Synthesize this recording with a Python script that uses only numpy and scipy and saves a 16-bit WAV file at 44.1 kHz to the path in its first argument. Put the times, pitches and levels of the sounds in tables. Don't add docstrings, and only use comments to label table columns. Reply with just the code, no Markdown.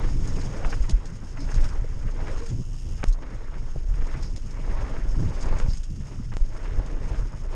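import sys
import numpy as np
from scipy import signal
from scipy.fft import rfft, irfft, next_fast_len
from scipy.io import wavfile
from scipy.ndimage import uniform_filter1d, minimum_filter1d, map_coordinates

SR = 44100
rng = np.random.default_rng(int(sys.argv[2]) if len(sys.argv) > 2 else 0)


def waveform_to_disk(signal):
    frames = np.transpose(np.atleast_2d(signal))
    scaled = np.clip(frames, -1, 1) * 32767
    samples = np.round(scaled).astype(np.int16)
    wavfile.write(sys.argv[1], SR, samples)


N = 332955

# peak in seconds, level in dB, half-width in seconds.
ROTOR_BRUSHES = [(.708, -49, 0.024), (1.42, -54.5, 0.043), (4.25, -54, 0.058), (5.708, -51, 0.025)]
# time in seconds, ticks per second.
PAWL_RATES = [(3.0, 89), (5.1, 101), (6.25, 78)]
# peak in seconds, freehub level in dB, half-width in seconds.
FREE_SPINS = [(2.8, -63, 0.31), (6.03, -76, 0.34)]
# start in seconds, level in dB, pitch in Hz.
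METAL_PINGS = [(1.516, -43, 6220), (5.734, -39, 4940), (5.774, -47, 8250)]
# start in seconds, level in dB.
CHAIN_RATTLES = [(0.2746, -41.5), (0.4115, -42.5), (0.8945, -31.5), (1.055, -42), (1.4041, -47),
                 (1.5425, -38.5), (1.563, -49.5), (1.643, -39), (1.688, -47), (2.4807, -49), (3.084, -33.5),
                 (3.1258, -38), (4.067, -46.5), (4.2266, -42), (4.3615, -38), (5.409, -43), (5.4247, -44),
                 (5.456, -47), (5.5857, -40), (5.7335, -41.5), (5.7708, -43.5), (5.8335, -42.5),
                 (6.8606, -47)]
# start in seconds, level in dB.
STONE_KNOCKS = [(1.492, -35), (1.842, -30), (3.759, -29.5), (4.375, -36.5), (6.969, -36)]
# peak in seconds, level in dB, fall in seconds.
GRAVEL_CRUNCHES = [(1.577, -42.5, 0.028), (1.64, -41.5, 0.03), (2.27, -42, 0.046), (3.231, -41, 0.018),
                   (3.542, -46.5, 0.04), (4.016, -46, 0.02), (4.05, -50, 0.02), (4.14, -45.5, 0.031),
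                   (5.597, -38, 0.013), (6.653, -45, 0.052)]
# start in seconds, strength in dB, pitch in Hz, seconds to decay by 60 dB.
WHEEL_BLOWS = [(0.931, 6, 36.6, 0.11), (1.385, -33.5, 279, 0.27), (1.562, 3, 72, 0.018),
               (2.503, -19.5, 111, 0.031), (3.076, 9, 29.6, 0.16), (3.755, -21, 137, 0.095),
               (5.685, 11.5, 57, 0.017), (6.197, -21.5, 213, 0.053), (6.41, 7, 24.9, 0.095)]

# peak in seconds, level in dB, half-width in seconds.
DIRT_SPRAYS = [(.25, -57, 0.6), (.74, -55.5, 0.16), (1.6, -53, 0.15), (2.45, -56, 0.14), (5.45, -65, 0.64)]
RUMBLE_SURGES = [(.06, -31.5, 0.99), (.91, -30, 0.026), (2.53, -26.5, 0.05), (2.605, -27.5, 0.025),
                 (2.69, -36, 0.022), (2.885, -33.5, 0.068), (4.27, -38, 0.11), (5.232, -25, 0.11),
                 (5.96, -36.5, 0.07)]
PORT_SHOVES = [(.1, -27, 0.29), (.68, -16.5, 0.024), (.81, -17.5, 0.048), (1.44, -23, 0.028),
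               (1.6, -16, 0.075), (1.8, -20.5, 0.046), (2.37, -31, 0.077), (3.92, -24, 0.04),
               (4.02, -23, 0.036), (4.71, -24.5, 0.05), (5.12, -33, 0.2), (5.48, -22.5, 0.066),
               (5.65, -23.5, 0.18), (6.79, -25, 0.047), (7.02, -30, 0.03), (7.2, -17.5, 0.03)]
# centre in seconds, depth in dB, half-width in seconds.
CREST_LIFTS = [(3.86, 2, 0.035), (5.93, 3, 0.1)]
RUMBLE_HUSHES = [(2.41, 27, 0.075), (2.65, 14, .025), (3.85, 6, 0.41), (5.858, 10, 0.054), (6.61, 7, 0.071)]
BUFFET_CALMS = [(1.24, 8, 0.18), (2.645, 9, 0.015), (2.79, 6, 0.07), (4.48, 5, 0.093), (4.89, 5, 0.05),
                (6.05, 7.5, 0.25), (6.61, 2.5, 0.033), (7.35, 6.5, 0.086)]

# peak in seconds, level in dB, half-width in seconds,
# pitch in Hz, glide in Hz per second, pitch unrest in Hz.
EDGE_TONES = [(0.64, -42.5, 0.14, 600, 302, 118), (2.314, -43, .036, 538, -3200, 54),
              (2.432, -46, 0.056, 463, -0.5, 25), (5.526, -47, 0.12, 470.4, 1.5, 40.4)]
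# peak in seconds, level in dB, fall in seconds.
PORT_EDDIES = [(0.648, -31, 0.013), (0.727, -32.5, 0.021), (0.838, -42, 0.012), (1.372, -43, 0.022),
               (1.489, -41.5, 0.023), (2.996, -50, 0.021), (3.031, -33, 0.015), (3.94, -44, 0.011),
               (6.319, -44, 0.038)]
# time in seconds, step in dB before filtering.
SUCTION_POPS = [(3.041, -8), (5.601, -19), (6.339, -23.5), (6.369, -15)]
# peak in seconds, level in dB, rise and fall in seconds.
AIR_GUSTS = [(0.04, -40.5, 0.4, 0.084), (0.629, -42, 0.63, 0.18), (1.0, -48.5, 0.27, 0.2),
             (1.67, -44.5, 0.47, 0.3), (2.36, -43, 0.42, 0.16), (3.26, -44.5, 0.3, 0.53),
             (4.14, -44.5, 0.22, 0.18), (4.81, -41, 0.35, 0.28), (5.57, -39.5, 0.54, 0.15),
             (6.015, -55, .009, 0.22), (6.68, -46, 0.29, 0.91), (7.11, -51, 0.083, 0.15),
             (7.54, -46, 0.084, 0.033)]

# frequency in Hz, relative level in dB.
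PAWL_SPECTRUM = [(800, -20), (2200, -10), (2780, 10.5), (4200, -10), (5200, 5), (9400, -3), (10300, -10)]
STONE_SPECTRUM = [(100, -3), (300, 12), (600, 4.5), (900, -18), (1500, -23)]
GRIT_SPECTRUM = [(500, -3.5), (3000, 0.5), (4200, -4.5), (5000, 2.5), (9300, -6.5), (10900, -25.5),
                 (13500, -24)]
RUMBLE_SPECTRUM = [(35, -14.5), (70, 2), (115, 3.5), (160, -4), (450, -31.5)]
RUSH_SPECTRUM = [(90, -18.5), (260, 7.5), (440, 3), (640, 1.5), (720, -3.5), (880, -0.5), (1500, -5.5),
                 (2100, -8.5), (2900, -17.5), (4500, -26.5)]
BUFFET_SPECTRUM = [(8, -19), (18, 2), (28, 2), (45, -11.5), (130, -35.5)]
# centre in Hz, width in Hz, boost or cut in dB.
CASE_RESONANCES = [(459, 31, 3.5), (5320, 1150, 5), (6080, 385, -6.5), (6516, 670, 8.5), (6350, 160, 3)]

FREEHUB_DB, GRIT_DB, ROLL_DB, LULL_DB, BUFFET_DB = -67, -62, -38.5, -58, -26.5
JOSTLE_DB, JOSTLES_PER_S = -61, 3.7
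REBOUND_S, REBOUND_LOSS_DB = 0.008, 7.5
CEILING_DB, REACT_S, RECOVER_DB_PER_S = -8.5, 0.0064, 11
BAND_LIMIT_HZ = 13900


def amp(db):
    return 10 ** (np.asarray(db) / 20)


def unit(x):
    return x / np.sqrt(np.mean(x ** 2) + 1e-20)


def add(track, s, sound):
    part = track[max(round(s * SR), 0):][:len(sound)]
    part += sound[:len(part)]


def wobble(rate):
    knots = rng.standard_normal(int(N * rate / SR) + 4)
    return map_coordinates(knots, [np.arange(N) * rate / SR])


def swell(s, db, rise, fall):
    t = np.arange(N) / SR - s
    return amp(db) * np.exp(-2 * (t / np.where(t < 0, rise, fall)) ** 2)


def swells(rows):
    return sum(swell(s, db, width, width) for s, db, width in rows)


def dips(rows):
    return amp(-sum(depth_db * swell(s, 0, width, width) for s, depth_db, width in rows))


def bursts(rows, t60, attack):
    envelope, t = np.zeros(N), np.arange(SR // 4) / SR
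    for s, db in rows:
        add(envelope, s, amp(db - 60 * t / t60) * (1 - np.exp(-t / attack)))
    return envelope


def shaped(x, gain_db):
    size = 2 * next_fast_len(N // 2 + SR // 4)
    cepstrum = irfft(np.log(amp(gain_db(np.fft.rfftfreq(size, 1 / SR)))))
    cepstrum[1:size // 2] *= 2
    cepstrum[size // 2 + 1:] = 0
    return irfft(rfft(x, size) * np.exp(rfft(cepstrum)))[:N]


def colour(x, points):
    freqs, db = np.transpose(points)

    def gain_db(hz):
        rolloff_db = 70 * np.log10(np.maximum(hz / freqs[-1], 1))
        return np.interp(np.log(hz + 1), np.log(freqs), db) - rolloff_db
    return shaped(x, gain_db)


def noise(points):
    return unit(colour(rng.standard_normal(N), points))


def grains(rate, spread_db):
    impulses = (rng.random(N) < rate / SR) * rng.standard_normal(N)
    return unit(impulses * amp(spread_db * rng.standard_normal(N)))


def steady(x, span):
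    size = max(int(span * SR), 2)
    power = np.abs(signal.hilbert(x)) ** 2
    slow_power = uniform_filter1d(uniform_filter1d(power, size), size)
    return unit(x / np.sqrt(np.abs(slow_power) + 1e-9))


def patchy(x, depth_db):
    spectra = signal.stft(x, nperseg=256)[2]
    patches = rng.standard_normal(spectra.shape)
    for _ in range(2):
        patches = uniform_filter1d(uniform_filter1d(patches, size=4, axis=0), size=7, axis=1)
    return unit(signal.istft(spectra * amp(depth_db * unit(patches)))[1][:N])


def cusped(x, sharpness):
    analytic = signal.hilbert(x)
    return unit(np.real(analytic / (1 + sharpness * np.exp(1j * np.angle(analytic)))))


def freehub():
    rate = np.interp(np.arange(N) / SR, *np.transpose(PAWL_RATES))
    teeth_passed = np.floor(np.cumsum(rate) / SR)
    clicks = np.diff(teeth_passed, prepend=0) * amp(1.9 * rng.standard_normal(N))
    decays = signal.lfilter([1], [1, -np.exp(-1 / (0.0065 * SR))], clicks)
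    buzz = unit(colour(decays * rng.standard_normal(N), PAWL_SPECTRUM))
    return (amp(FREEHUB_DB) + swells(FREE_SPINS)) * buzz


def brakes():
    return swells(ROTOR_BRUSHES) * noise([(3000, -18.5), (5100, 1.0), (7000, -14.0)])


def pings():
    track, t = np.zeros(N), np.arange(SR // 10) / SR
    for s, db, hz in METAL_PINGS:
        phase_drift = 0.054 * np.cumsum(rng.standard_normal(len(t)))
        add(track, s, amp(db - 60 * t / 0.023) * np.sin(2 * np.pi * hz * t + phase_drift))
    return track


def rattles():
    contacts = rng.standard_normal(N) + 0.5 * grains(rate=1500, spread_db=2)
    metal = [(400, 12.5), (2000, 7.5), (3800, 8.0), (6500, 10.5), (8500, 4.5),
             (10500, -7.5), (13500, -46)]
    jostles = [(i / SR, JOSTLE_DB) for i in np.flatnonzero(rng.random(N) < JOSTLES_PER_S / SR)]
    ticks = []
    for s, db in list(CHAIN_RATTLES) + jostles:
        lags = np.cumsum(REBOUND_S * (0.5 + rng.random(3)))
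        ticks += [(s + lag, db - REBOUND_LOSS_DB * k) for k, lag in enumerate([0, *lags])]
    return bursts(ticks, t60=0.034, attack=0.0006) * patchy(colour(contacts, metal), depth_db=2.5)


def crunches():
    cracks = colour(grains(rate=1400, spread_db=3.0), [(300, 2.0), (1700, 3.0), (3000, -7)])
    envelope = sum(swell(s, db, rise=0.011, fall=fall) for s, db, fall in GRAVEL_CRUNCHES)
    return envelope * steady(cracks, span=0.012)


def knocks():
    return bursts(STONE_KNOCKS, t60=0.037, attack=0.0015) * steady(noise(STONE_SPECTRUM), span=0.0032)


def hoots():
    track, t = np.zeros(N), np.arange(N) / SR
    for s, db, width, hz, glide, unrest in EDGE_TONES:
        pitch = hz + glide * (t - s) + unrest * wobble(230)
        tone = np.sin(2 * np.pi * np.cumsum(pitch) / SR)
        track += swell(s, db, width, width) * unit(tone * amp(2.7 * wobble(90)))
    return track


def eddies():
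    envelope = sum(swell(s, db, rise=0.0012, fall=fall) for s, db, fall in PORT_EDDIES)
    rasps = envelope * noise([(150, 11.5), (1300, 16.5), (2600, 10), (4200, -13.0)])
    suction, t = np.zeros(N), np.arange(SR // 10) / SR
    for s, db in SUCTION_POPS:
        add(suction, s - t[-1], -amp(db) * np.exp((t - t[-1]) / 0.0022))
    return rasps + colour(suction, [(3000, -4.5), (9000, -7.5), (13000, -31)])


def rumble_and_grit():
    base = amp(ROLL_DB) * dips(RUMBLE_HUSHES)
    surging = swells(RUMBLE_SURGES)
    rumble = unit(steady(noise(RUMBLE_SPECTRUM), span=0.029) * amp(4.1 * wobble(35)))
    low_mids = amp(-6.5) * (base + surging) ** 1.362 * noise([(120, -19.5), (260, 8.5), (500, -11)])
    crunch = rng.standard_normal(N) + 0.44 * grains(rate=560, spread_db=2.5)
    grit = patchy(colour(crunch, GRIT_SPECTRUM), depth_db=1)
    grit = unit(grit * amp(2.5 * wobble(75) + 1.4 * wobble(24)))
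    grit_level = amp(GRIT_DB) * dips(CREST_LIFTS) + swells(DIRT_SPRAYS)
    surges = surging * steady(noise(RUMBLE_SPECTRUM), span=0.023)
    return base * rumble + surges + low_mids + grit_level * grit


def thumps():
    track, t = np.zeros(N), np.arange(SR // 3) / SR
    for s, db, hz, t60 in WHEEL_BLOWS:
        onset = 1 - np.exp(-t * hz * 2)
        add(track, s, amp(db - 60 * t / t60) * np.sin(2 * np.pi * hz * t) * onset)
    return track


def wind():
    swing = cusped(steady(noise(BUFFET_SPECTRUM), span=0.09), sharpness=0.22) * amp(1.1 * wobble(6))
    flutter_db = np.tanh(swing) + 1.3 * wobble(190) + 0.6 * wobble(35)
    crackle = rng.standard_normal(N) + 0.3 * grains(rate=110, spread_db=0)
    rush = unit(patchy(colour(crackle, RUSH_SPECTRUM), depth_db=2) * amp(flutter_db))
    rush_level = amp(LULL_DB) * dips(CREST_LIFTS) + sum(swell(*gust) for gust in AIR_GUSTS)
    buffet_level = (amp(BUFFET_DB) + swells(PORT_SHOVES)) * dips(BUFFET_CALMS)
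    return buffet_level * swing + rush_level * rush


def scene():
    air = wind() + eddies() + hoots()
    ride = rumble_and_grit() + crunches() + thumps() + knocks()
    bike = rattles() + pings() + freehub() + brakes()
    return (air + ride + bike)[None]


def case_gain_db(freqs):
    return sum(db / (1 + (2 * (freqs - hz) / width) ** 2) for hz, width, db in CASE_RESONANCES)


def gain_control(x):
    recovered_db = RECOVER_DB_PER_S * np.arange(N) / SR
    over_db = 20 * np.log10(np.maximum(np.abs(x) / amp(CEILING_DB), 1))
    gain_db = recovered_db - np.maximum.accumulate(over_db + recovered_db)
    size = int(REACT_S * SR)
    return x * amp(uniform_filter1d(minimum_filter1d(gain_db, size), size))


def record(dry):
    heard = gain_control(shaped(dry[0], case_gain_db))
    passband = np.fft.rfftfreq(N, 1 / SR) < BAND_LIMIT_HZ
    return irfft(rfft(heard) * passband, N)[None]


dry = scene()
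out = record(dry)
waveform_to_disk(out)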